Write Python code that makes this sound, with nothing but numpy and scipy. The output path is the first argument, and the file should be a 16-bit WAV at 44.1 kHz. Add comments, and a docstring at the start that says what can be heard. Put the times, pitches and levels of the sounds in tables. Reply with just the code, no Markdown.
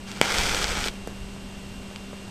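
"""A match head catches fire close to a microphone indoors: grain bursts and a gas jet, as shaped noise, fizz
softly, then flare for two thirds of a second and drop abruptly to a faint hiss. Decaying modes and a click
make one sharp pop as the flare starts; shaped clicks make the crackles and the burning stick's few ticks.
Low noise is the fluttering draught; wavering sines over room noise are the electrical hum and thin whine."""
import sys
import numpy as np
from scipy import signal
from scipy.fft import rfft, irfft, next_fast_len
from scipy.io import wavfile
from scipy.ndimage import map_coordinates

SR = 44100
rng = np.random.default_rng(int(sys.argv[2]) if len(sys.argv) > 2 else 0)


def store_pcm(level_fs):
    """Save levels as 16-bit WAV."""
    pcm = np.round(np.clip(level_fs, -1, 1) * 32767).astype(np.int16)
    wavfile.write(sys.argv[1], SR, np.atleast_2d(pcm).T)


N = 101430

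TREBLE_HZ, TOP_HZ = 3460, 12750  # pivot of the treble tilts; band limit


def amp(db):
    """Decibels to gain."""
    return 10 ** (np.asarray(db) / 20)


def unit(x):
    """Scale to rms 1."""
    return x / np.sqrt(np.mean(x ** 2) + 1e-20)


def along(points, hz):
    """Interpolate (frequency [Hz], value) points on a log frequency axis."""
    point_hz, value = np.transpose(points)
    return np.interp(np.log(hz + 1), np.log(point_hz + 1), value)


def swell(rows):
    """Gain per sample from (time [s], level [dB]) rows, ends held."""
    time_s, level_db = np.transpose(rows)
    return amp(np.interp(np.arange(N) / SR, time_s, level_db))


def wobble(knots_per_s):
    """Smooth random curve: a spline through normal knots."""
    knots = rng.standard_normal(int(N * knots_per_s / SR) + 4)
    return map_coordinates(knots, [np.arange(N) * knots_per_s / SR])


def filtered(x, response):
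    """Zero-phase filter: the spectrum of x times a gain of frequency."""
    size = next_fast_len(N + SR // 2)
    gain = response(np.fft.rfftfreq(size, 1 / SR))
    return irfft(rfft(x, size) * gain, size)[:N]


def noise(colour):
    """Gaussian noise of the given (frequency [Hz], level [dB]) colour, rms 1."""
    return unit(filtered(rng.standard_normal(N), lambda hz: amp(along(colour, hz))))


def snap(colour_db, size=2048):
    """Minimum-phase click of the given colour, peak 1, by folding the cepstrum."""
    magnitude = amp(colour_db(np.fft.rfftfreq(size, 1 / SR)))
    cepstrum = irfft(np.log(magnitude + 1e-6))
    cepstrum[1:size // 2] *= 2
    cepstrum[size // 2 + 1:] = 0
    click = irfft(np.exp(rfft(cepstrum)))
    return click / np.abs(click).max()


def add(track, start_s, sound):
    """Mix a sound into the track in place."""
    part = track[round(start_s * SR):][:len(sound)]
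    part += sound[:len(part)]


def crumble(level_db, t60_s):
    """Unit impulse with fine bursts, as decaying noise, dying away after it."""
    t = np.arange(SR // 50) / SR
    bursts = amp(level_db - 60 * t / t60_s) * rng.standard_normal(len(t))
    return (t == 0) + bursts


def head_db(hz):
    """Colour of the burning head at the microphone, falling further above TOP_HZ."""
    # burning head: (frequency [Hz], level [dB])
    sizzle = [(60, -20.5), (200, -6), (480, 1.5), (630, -3.5), (800, 2), (1100, -3.5), (1400, 3),
              (1820, -3), (2300, 2.5), (2760, -5), (3200, 0), (4000, -6.5), (4450, -4.5), (5800, -5.5),
              (6700, -8.5), (7200, -11), (7900, -7), (8300, -12.5), (8750, -9), (9250, -16.5),
              (9600, -16.5), (10000, -18), (10800, -37)]
    return along(sizzle, hz) - 20 * np.clip(hz / TOP_HZ - 1, 0, 1)


def room(x, wet_db):
    """Add a small room's short answer: convolution with decaying noise of unit energy."""
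    t60_s, onset_s = 0.36, 0.0011
    t = np.arange(SR // 4) / SR
    tail = rng.standard_normal(len(t)) * amp(-60 * t / t60_s) * (1 - np.exp(-t / onset_s))
    wet = signal.fftconvolve(x, tail / np.linalg.norm(tail))[:N]
    return x + amp(wet_db) * wet


def hum():
    """Appliance hum and whine: sines wavering in pitch and level over coloured room noise."""
    # room noise: (frequency [Hz], level [dB])
    floor_colour = [(10, -3.5), (32, -1), (50, -5), (65, -2), (82, -7.5), (105, -2.5), (135, -7), (250, -6),
                    (330, -12.5), (600, -16), (1000, -18.5), (1900, -23), (2900, -20.5), (4000, -24.5),
                    (7000, -29), (8500, -31.5), (9500, -36.5), (10800, -37.5)]
    # electrical hum and whine: (frequency [Hz], rms level [dB])
    partials = [(196.4, -43), (393, -54), (589, -64.5), (2774, -55), (3146, -63.5), (7880, -68.5),
                (8253, -63.5), (10829, -71.5)]
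    floor_db, drift_hz, waver_db = -41, .4, .3
    out = amp(floor_db) * noise(floor_colour)
    for hz, level_db in partials:
        turns = np.cumsum(hz + drift_hz * wobble(10.6)) / SR + rng.random()
        gain = amp(level_db + waver_db * wobble(10.2))
        out += np.sqrt(2) * gain * np.sin(2 * np.pi * turns)
    return out


def draught():
    """Air moved by the flame flutters on the microphone: low noise under a level curve."""
    # air colour: (frequency [Hz], level [dB])
    air_colour = [(8, -1.5), (20, -10), (35, 1), (60, -3), (85, -12), (180, -19.5), (500, -80),
                  (2000, -100)]
    # air against the microphone: (time [s], level [dB])
    air_level = [(.2, -60), (.33, -43), (.4, -29), (.6, -32.5), (.69, -35), (.77, -30), (.9, -38),
                 (.96, -49), (1.15, -45), (1.24, -34.5), (1.38, -56), (1.64, -50), (1.74, -38), (1.85, -43),
                 (1.92, -69.5)]
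    return noise(air_colour) * swell(air_level)


def ticks():
    """Soft ticks of the burning stick: clicks of one colour, each with its own treble tilt."""
    # stick ticks: (time [s], level [dB], tilt reached at TREBLE_HZ [dB])
    tick_rows = [(.8610, -20, -7), (0.938, -27.5, 10), (1.0743, -17.5, 7), (1.3639, -27.5, -15),
                 (1.9125, -31, -5), (2.131, -26, -10), (2.2805, -34, 5)]
    # tick colour before the tilt: (frequency [Hz], level [dB])
    tick_colour = [(40, 8), (130, 2), (250, 5), (480, 12), (780, 4.5), (1100, -4), (1600, -0.5),
                   (3000, -21.5), (8000, -18), (10800, -24)]
    crumble_db, t60_s = -24.5, 0.033
    out = np.zeros(N)
    for start_s, level_db, tilt_db in tick_rows:
        click = snap(lambda hz: along(tick_colour, hz) + tilt_db * np.clip(hz / TREBLE_HZ, 0, 1))
        add(out, start_s, -amp(level_db) * np.convolve(crumble(crumble_db, t60_s), click))
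    return out


def crackles():
    """Larger grains burst singly: head-coloured clicks focused on a centre, crumbling for milliseconds."""
    # crackles of head and stick: (time [s], level [dB], centre [Hz], t60 of the crumbling [s])
    crackle_rows = [(0.1164, -22, 5500, .003), (0.2248, -27, 2550, .005), (0.3204, -10.5, 4100, .003),
                    (0.3784, -15, 5060, .004), (.3851, -5, 5000, .003), (0.4643, -12, 5000, .006),
                    (0.495, -11.5, 2980, .003), (.5469, -7.5, 4430, 0.013), (0.6431, -5.5, 4800, 0.0017),
                    (0.681, -14, 4500, .003), (.8413, -12, 3500, 0.0036), (0.8737, -15, 2620, 0.0061),
                    (0.8844, -11.5, 2840, 0.0094), (.9552, -31, 3000, 0.0026), (1.9606, -18, 4060, 0.0053)]
    width_octaves, skirt_db, crumble_db = 1.9, -12, -19
    out = np.zeros(N)
    for start_s, level_db, centre_hz, t60_s in crackle_rows:
        def colour_db(hz):
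            octaves = np.log2((hz + 1) / centre_hz)
            focus = 1 / (1 + (octaves / width_octaves * 2) ** 4)
            return head_db(hz) + skirt_db * (1 - focus)
        burst = np.convolve(crumble(crumble_db, t60_s), snap(colour_db))
        add(out, start_s, amp(level_db) * burst)
    return out


def pop():
    """Trapped gas bursts out: a blow of a few ms as decaying modes, and the splitting head's click."""
    # modes of the burst: (frequency [Hz], level [dB], t60 [s])
    modes = [(210, -29, 0.011), (517, 0, 0.0063), (880, -2.5, 0.0048), (1420, -10.5, 0.0055),
             (2275, -0.5, 0.0056), (3036, -0.5, 0.004), (3870, -19, 0.0044), (4170, -22, 0.0045),
             (7760, -13, 0.0076), (8500, -10, 0.0046)]
    pop_s, pop_db, attack_s = .2139, 2.5, 0.00025
    split_delay_s, split_db, low_cut_hz = .0006, 2.5, 109
    out = np.zeros(N)
    t = np.arange(SR // 20) / SR
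    ring = sum(amp(db - 60 * t / t60_s) * np.sin(2 * np.pi * hz * t) for hz, db, t60_s in modes)
    add(out, pop_s, -amp(pop_db) * ring * (1 - np.exp(-t / attack_s)))
    add(out, pop_s + split_delay_s, amp(split_db) * snap(head_db))
    return signal.sosfilt(signal.butter(2, low_cut_hz, "high", fs=SR, output="sos"), out)


def flare():
    """Thousands of tiny bursts and a smooth gas jet, coloured by the head, make the sputtering hiss."""
    # hiss before treble gain and sputter: (time [s], level [dB])
    hiss_level = [(.055, -72), (.072, -43), (.118, -41), (.143, -42), (.19, -39), (.209, -44), (.219, -27),
                  (.27, -26.5), (.39, -25.5), (.55, -27), (.635, -27.5), (.66, -32), (.69, -28), (.8, -30),
                  (.887, -33), (.905, -47), (.96, -51), (1.02, -57.5)]
    # gain of the hiss above TREBLE_HZ: (time [s], level [dB])
    treble_level = [(.07, 1), (.2, -1), (.25, -2), (.33, -1), (.4, 1), (.62, 1.5), (.68, 0), (.78, -1.5),
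                    (.87, 3.5), (.95, -3)]
    grains_per_s, grain_spread_db, gas_db = 3000, 3, -4  # gas relative to grains
    sputter_db, sputter_knots_per_s = 0.48, 110
    sizes = amp(grain_spread_db * np.minimum(rng.exponential(size=N), 4)) * rng.choice([-1, 1], N)
    grains = unit(sizes * (rng.random(N) < grains_per_s / SR))
    source = grains + amp(gas_db) * rng.standard_normal(N)
    hiss = unit(signal.fftconvolve(source, snap(head_db))[:N])
    body = filtered(hiss, lambda hz: 1 / (1 + (hz / TREBLE_HZ) ** 4))
    tilted = body + (hiss - body) * swell(treble_level)
    sputter = amp(sputter_db * wobble(sputter_knots_per_s))
    return tilted * swell(hiss_level) * sputter


def scene():
    """The match in its room; wet levels in dB."""
    background = hum() + draught()
    bursts = room(pop() + crackles(), -26)
    stick = room(ticks(), -5)
    return (background + bursts + stick + flare())[None]


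def record(dry):
    """Microphone overload clips the peaks; a half-rate converter mirrors the top treble up to TOP_HZ."""
    clip_top, converter_hz = 0.96, 10850
    clipped = np.clip(dry[0], -clip_top, clip_top)
    sound = filtered(clipped, lambda hz: 1 / (1 + (hz / converter_hz) ** 200))
    sampled = 2 * sound * (np.arange(N) % 2)  # zeroing alternate samples mirrors about SR / 4
    return filtered(sampled, lambda hz: 1 / (1 + (hz / TOP_HZ) ** 300))[None]


dry = scene()
out = record(dry)
store_pcm(out)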